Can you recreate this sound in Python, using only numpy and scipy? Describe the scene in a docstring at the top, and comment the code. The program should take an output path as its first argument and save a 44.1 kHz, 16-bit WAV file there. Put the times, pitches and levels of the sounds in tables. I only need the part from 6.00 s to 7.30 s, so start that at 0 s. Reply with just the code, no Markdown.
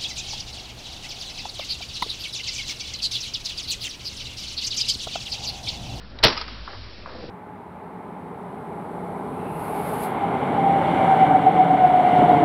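"""Snowy back yard: a spring air gun is fired at an aerosol can standing on a plastic table.
The trigger ticks; lead-in noise, crack and echoes off fence and houses are shaped noise with pressure pulses.
The pierced can hisses (coloured noise), tips over and knocks on the table (ringing modes, clattering grains).
A dull crunch of ringing grains follows, over faint air noise and a wavering hum.
A narrow-band microphone overloads on the crack."""
import sys
import numpy as np
from scipy import signal
from scipy.io import wavfile

SR = 44100
rng = np.random.default_rng(int(sys.argv[2]) if len(sys.argv) > 2 else 0)


def transcribe(u):
    """Save the signal u as a 16-bit wav file named by the first command-line argument.

    u: samples, shape (n,) or (channels, n), limited to [-1, 1]; the rate is SR.
    q: integer samples, one column per channel.
    """
    v = np.clip(np.atleast_2d(u).T, -1, 1)
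    q = np.round(v * 32767).astype(np.int16)
    wavfile.write(sys.argv[1], SR, q)


N = 57330
TIME_S = np.arange(N) / SR


def from_db(db):
    """Decibels to amplitude gain."""
    return 10 ** (np.asarray(db) / 20)


def rms_one(x):
    """Scale to rms 1."""
    return x / np.sqrt(np.mean(x ** 2) + 1e-20)


def level(rows, start_s):
    """Gain curve from (time_s, level_db) rows, faded in over 44 ms from start_s."""
    time_s, level_db = np.transpose(rows)
    fade_in = np.clip((TIME_S - start_s) / 0.044, 0, 1)
    return from_db(np.interp(TIME_S, time_s, level_db)) * fade_in


def at_hz(points, hz):
    """Interpolate a (hz, value) table on a log-frequency axis."""
    table_hz, value = np.array(points).T
    return np.interp(np.log(hz), np.log(table_hz), value)


def dying(start_s, t60_s, rise_s=0.00054):
    """Linear rise times exponential decay, 60 dB per t60_s."""
    age_s = np.maximum(TIME_S - start_s, 0)
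    return np.clip(age_s / rise_s, 0, 1) * from_db(-60 * age_s / t60_s)


def drift(rate_hz):
    """Slow random wander: noise through a two-pole lowpass, rms 1 after its first second is dropped."""
    pole = np.exp(-2 * np.pi * rate_hz / SR)
    wander = signal.lfilter([1], [1, -2 * pole, pole * pole], rng.standard_normal(N + SR))
    return rms_one(wander[SR:])


def white():
    """White noise, rms about 1."""
    return rng.standard_normal(N)


def grains(per_s, spread_db):
    """Random clicks of uneven size and either sign; rms 1."""
    sizes = from_db(spread_db * np.minimum(rng.exponential(1, N), 4))
    signed = sizes * rng.choice([-1, 1], N)
    return rms_one(signed * (rng.random(N) < per_s / SR))


def ring(clicks, hz, t60_s):
    """Two-pole resonator: a unit click starts a decaying sine of height 1."""
    radius, angle = from_db(-60 / (t60_s * SR)), 2 * np.pi * hz / SR
    feedback = [1, -2 * radius * np.cos(angle), radius * radius]
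    return signal.lfilter([0, np.sin(angle)], feedback, clicks + 1e-18)


def ringing_grains(per_s, low_hz, high_hz, cycles):
    """Uneven grains dealt to twelve resonances, each dying 60 dB in the given cycles; rms 1."""
    clicks, dealt = grains(per_s, 1.6), rng.integers(0, 12, N)
    pitches_hz = np.geomspace(low_hz, high_hz, 12)
    rings = sum(ring(clicks * (dealt == k), hz, cycles / hz) for k, hz in enumerate(pitches_hz))
    band = signal.butter(2, [0.76 * low_hz, 1.47 * high_hz], "band", fs=SR, output="sos")
    return rms_one(signal.sosfilt(band, rings))


def coloured(source, spectrum, shape=lambda hz: 1):
    """Colour two unrelated draws by half-octave bands, each shaped in time; near rms 1 at shape 1."""
    edges_hz = 20 * 2 ** np.arange(0, 9, .5)
    draws, out, power = [source(), source()], 0, 0
    for k, (low, high) in enumerate(zip(edges_hz, edges_hz[1:])):
        centre_hz = np.sqrt(low * high)
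        gain = from_db(at_hz(spectrum, centre_hz))
        band = signal.butter(2, [low, high], "band", fs=SR, output="sos")
        out = out + gain * signal.sosfilt(band, draws[k % 2] * shape(centre_hz))
        power += gain ** 2 * (min(high, 6000) - min(low, 6000)) * 2 / SR  # counts only up to 6 kHz
    return out / np.sqrt(power)


# air noise spectrum: hz, relative_db_per_hz
AIR_SPECTRUM = [(12, -37), (20, -5.5), (129, -2), (148, -32), (202, -3), (270, -9.5), (700, -17.5),
                (889, -15.5), (2480, -25), (6000, -27), (7800, -79.5), (13200, -120)]
AIR_DB = -44.5


def air():
    """Background air: coloured noise, each band wandering in level."""
    return from_db(AIR_DB) * coloured(white, AIR_SPECTRUM, lambda hz: from_db(2.54 * drift(5.9)))


# hum level: time_s, rms_db
HUM_LEVEL = [(0.0, -40), (0.1, -69), (0.126, -44.5), (0.17, -47), (0.256, -44), (0.3, -45), (0.626, -40.5),
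             (0.724, -52.5), (0.84, -42), (0.944, -54), (1.086, -56.5), (1.114, -66), (1.266, -68),
             (1.3, -64)]
HUM_HZ, HUM_WAVER_RATIO = 55, .04


def hum():
    """Low sine, wavering in pitch and level."""
    pitch_hz = HUM_HZ * (1 + HUM_WAVER_RATIO * drift(15))
    tone = np.sin(2 * np.pi * np.cumsum(pitch_hz) / SR)
    return np.sqrt(2) * level(HUM_LEVEL, -1) * tone  # sounding from the start


# dull crunch level: time_s, rms_db
CRUNCH_LEVEL = [(1.07, -50), (1.08, -52), (1.102, -46), (1.128, -44.5), (1.196, -37.5), (1.212, -44),
                (1.234, -35), (1.272, -47.5), (1.29, -35), (1.3, -39)]
# crunch resonances: pitch_hz, relative_db, t60_s
CRUNCH_MODES = [(112, -10, 0.063), (225.4, -8, 0.18), (320, 0.5, .05), (410, -2.5, .06), (479, 1, 0.047),
                (511, 3.5, 0.072), (669, -4, 0.069), (785, -9, 0.067), (1450, -8, .025)]
CRUNCH_GRAINS_PER_S = 900


def crunch():
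    """Uneven grains, each exciting a random half or so of the dull resonances."""
    clicks = grains(CRUNCH_GRAINS_PER_S, 1.6)
    dealt = rng.random((len(CRUNCH_MODES), N)) < .5
    rings = sum(from_db(db) * ring(clicks * chosen, hz, t60_s)
                for chosen, (hz, db, t60_s) in zip(dealt, CRUNCH_MODES))
    return level(CRUNCH_LEVEL, 1.06) * rms_one(rings)


# can venting level: time_s, level_db
GAS_LEVEL = [(0.42, -38.5), (0.454, -50.5), (0.498, -42.5), (0.564, -47.5), (0.696, -45.5), (1.02, -48.5),
             (1.046, -53.5), (1.258, -47.5), (1.3, -56)]
# jet spectrum: hz, relative_db_per_hz
JET_SPECTRUM = [(180, -46), (300, -23), (410, -29), (437, -3), (477, 7), (927, -2), (4910, 6), (6000, 3),
                (7800, -42), (13200, -120)]
GAS_START_S = 0.353


def gas_hiss():
    """Gas jet of the pierced can: coloured turbulence noise, bands wandering in level."""
    jet = coloured(white, JET_SPECTRUM, lambda hz: from_db(1.0 * drift(6.5)))
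    return level(GAS_LEVEL, GAS_START_S) * jet


# can rocking and rolling: start_s, rms_db, t60_s
CLATTERS = [(.482, -45, 0.13), (0.683, -38, 0.25), (.731, -44, 0.32), (1.06, -41.5, 1)]
RATTLE_PER_S, RATTLE_LOW_HZ, RATTLE_HIGH_HZ, RATTLE_CYCLES = 3600, 664, 1914, 4.7


def clatter():
    """Rocking, rolling can: dense ringing grains under decaying envelopes."""
    envelope = sum(from_db(db) * dying(start_s, t60_s, 0.001) for start_s, db, t60_s in CLATTERS)
    return envelope * ringing_grains(RATTLE_PER_S, RATTLE_LOW_HZ, RATTLE_HIGH_HZ, RATTLE_CYCLES)


# can knocks on the table: start_s, relative_db, pitch_hz
KNOCKS = [(.483, -30, 1240), (.6762, -21.5, 1148), (0.6792, -25.5, 1177), (0.73, -37, 1430),
          (1.0587, -21.5, 1084), (1.063, -28, 1140)]
# can and table modes: pitch_ratio, relative_db, t60_s
CAN_MODES = [(.66, -11, .015), (.82, -5, .02), (1.0, 0, .028), (1.2, -4, .022), (1.5, -9, .015)]


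def knocks():
    """Each impact click rings the modes of can and table, alternating in sign."""
    out = np.zeros(N)
    for start_s, knock_db, pitch_hz in KNOCKS:
        click = 1. * (np.arange(N) == int(start_s * SR))
        rings = sum((-1) ** k * from_db(mode_db) * ring(click, pitch_hz * ratio, t60_s)
                    for k, (ratio, mode_db, t60_s) in enumerate(CAN_MODES))
        out += from_db(knock_db - 4.5) * rings
    return out


TRIGGER_S, TRIGGER_DB, TRIGGER_RISE_S, TRIGGER_T60_S = .1865, -26, 0.0029, 0.025
TRIGGER_HZ, TRIGGER_WIDTH_HZ, TRIGGER_RING_DB = 3880, 220, 11.5
TRIGGER_THUD_DB, TRIGGER_THUD_HZ = -43.5, 800


def trigger():
    """Bright noise tick through one broad metal resonance, plus a dull, slower-dying stir of the action."""
    burst = white() * dying(TRIGGER_S, TRIGGER_T60_S, TRIGGER_RISE_S)
    b, a = signal.iirpeak(TRIGGER_HZ, TRIGGER_HZ / TRIGGER_WIDTH_HZ, fs=SR)
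    tick = burst + from_db(TRIGGER_RING_DB) * signal.lfilter(b, a, burst)
    b, a = signal.butter(2, [TRIGGER_THUD_HZ / 2, TRIGGER_THUD_HZ * 2], "band", fs=SR)
    thud = rms_one(signal.lfilter(b, a, white())) * dying(TRIGGER_S, 0.63, 0.012)
    return from_db(TRIGGER_DB) * tick + from_db(TRIGGER_THUD_DB) * thud


# late slaps off metal and far walls: start_s, relative_db, t60_s
SLAPS = [(0.3678, -15, 0.026), (0.3746, -16, 0.041), (0.411, -18.5, 0.035), (0.4123, -23, 0.02),
         (0.4788, -21, 0.016)]
# slap resonances: pitch_hz, width_hz, relative_db
SLAP_MODES = [(953, 35, 4), (1260, 75, 5), (2110, 52, 1), (2414, 40, 3), (2720, 35, 1), (3020, 36, -4),
              (3950, 87, -18.5), (4470, 91, -2), (4900, 190, 3.5)]
SLAP_LOW_HZ, SLAP_RING_DB = 930, 8.5


def slaps():
    """Thin late reflections: highpassed noise bursts plus narrow resonances."""
    burst = white() * sum(from_db(db - 7.5) * dying(start_s, t60_s) for start_s, db, t60_s in SLAPS)
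    burst = signal.sosfilt(signal.butter(4, SLAP_LOW_HZ, "high", fs=SR, output="sos"), burst)
    out = burst.copy()
    for hz, width_hz, db in SLAP_MODES:
        b, a = signal.iirpeak(hz, hz / width_hz, fs=SR)
        out += from_db(db + SLAP_RING_DB) * signal.lfilter(b, a, burst)
    return out


SHOT_S = .2362  # air leaves the muzzle
# far wash spectrum: hz, relative_db_per_hz
FAR_SPECTRUM = [(59, -48.5), (100, -20), (545, -32), (822, -14), (943, -3.5), (1870, -9), (4890, -8.5),
                (6000, -17), (7800, -63.5), (13200, -120)]
FAR_DB, FAR_T60_S = -31, 0.98


def far_wash():
    """Farther reverberation: coloured noise, slow rise, long decay, bands wandering in level."""
    def shape(hz):
        return dying(SHOT_S, FAR_T60_S, 0.028) * from_db(1.4 * drift(25))
    return from_db(FAR_DB) * coloured(white, FAR_SPECTRUM, shape)


# blast spectrum, crack and scatter alike: hz, relative_db_per_hz
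BLAST_SPECTRUM = [(30, -27.5), (90, -7), (160, -8.5), (600, -8.5), (1270, -11.5), (2260, -14), (2760, -10),
                  (3450, -13), (4910, -7), (6000, -8.5), (7800, -62), (13200, -120)]
# yard scatter decay: hz, t60_s
SCATTER_T60 = [(40, .2), (150, 0.36), (500, 0.38), (1500, 0.44), (3000, 0.23), (5500, 0.33)]
SCATTER_DB, SCATTER_PER_S, SCATTER_RISE_S = -15, 4000, .002


def scatter():
    """Dense small yard echoes: coloured grains with a decay per band."""
    def shape(hz):
        return dying(SHOT_S, at_hz(SCATTER_T60, hz), SCATTER_RISE_S)
    return from_db(SCATTER_DB) * coloured(lambda: grains(SCATTER_PER_S, 2.0), BLAST_SPECTRUM, shape)


PUSH_DB, PUSH_S, PUSH_T60_S = -16, .008, .1  # PUSH_S: length of the first, positive part


def push():
    """Muzzle-air pressure: a quick positive push, then longer suction, in widening, dying swings."""
    age = np.maximum(TIME_S - SHOT_S, 0) / PUSH_S
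    return from_db(PUSH_DB) * np.sin(np.pi * np.sqrt(age)) * dying(SHOT_S, PUSH_T60_S, 0.0034)


# crack and separate echoes: start_s, relative_db, t60_s
CRACKS = [(.2360, 1, .012), (.2380, 4, .02), (.2410, 1, .02), (.2432, -3, .02), (.2457, -3, .02),
          (.2485, -2, .03), (.2540, -4, .025), (.2578, -2, .025), (.2645, -8, .02), (.2685, -1, .03),
          (.281, -6, .05), (.301, -10, .035), (.3265, -13, .035)]
FRONT_S, FRONT_DB = .0003, -2


def fronts():
    """N-shaped pressure pulse opening the crack and each echo."""
    out = np.zeros(N)
    for start_s, db, _ in CRACKS:
        inside = (TIME_S > start_s) & (TIME_S < start_s + FRONT_S)
        out += from_db(db + FRONT_DB) * inside * (1 - 2 * (TIME_S - start_s) / FRONT_S)
    return out


LEAD_IN_S, LEAD_IN_DB, LEAD_IN_GAIN_DB = .228, -25, 10  # start, level there, growth up to the shot
CRACK_DB = -10.5


def lead_in_and_cracks():
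    """Blast-coloured noise: lead-in swelling for 8 ms up to the shot, then the decaying crack and echoes."""
    progress = np.clip((TIME_S - LEAD_IN_S) / (SHOT_S - LEAD_IN_S), 0, 1)
    leading_in = (TIME_S > LEAD_IN_S) & (TIME_S < SHOT_S)
    lead_in = leading_in * from_db(LEAD_IN_DB + LEAD_IN_GAIN_DB * progress)
    cracks = sum(from_db(db + CRACK_DB) * dying(start_s, t60_s) for start_s, db, t60_s in CRACKS)
    return coloured(white, BLAST_SPECTRUM, lambda hz: lead_in + cracks)


def scene():
    """Sum of all sources at one microphone."""
    background = air() + hum() + crunch()
    can = gas_hiss() + clatter() + knocks()
    reflections = slaps() + far_wash() + scatter()
    gun = trigger() + push() + fronts() + lead_in_and_cracks()
    return (background + can + reflections + gun)[None]


MIC_CUT_HZ, OVERLOAD, OFFSET = 5738, 0.68, -0.0057
CUTOFF_HZ = 16600


def record(dry):
    """Narrow microphone lowpass, hard clipping, slight DC offset, final lowpass."""
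    mic_filter = signal.cheby2(14, 70, MIC_CUT_HZ * 1.137, fs=SR, output="sos")  # stopband edge
    narrow = signal.sosfilt(mic_filter, dry)
    overloaded = np.clip(narrow, -OVERLOAD, OVERLOAD) + OFFSET
    return signal.sosfilt(signal.cheby2(16, 60, CUTOFF_HZ, fs=SR, output="sos"), overloaded)


dry = scene()
out = record(dry)
transcribe(out)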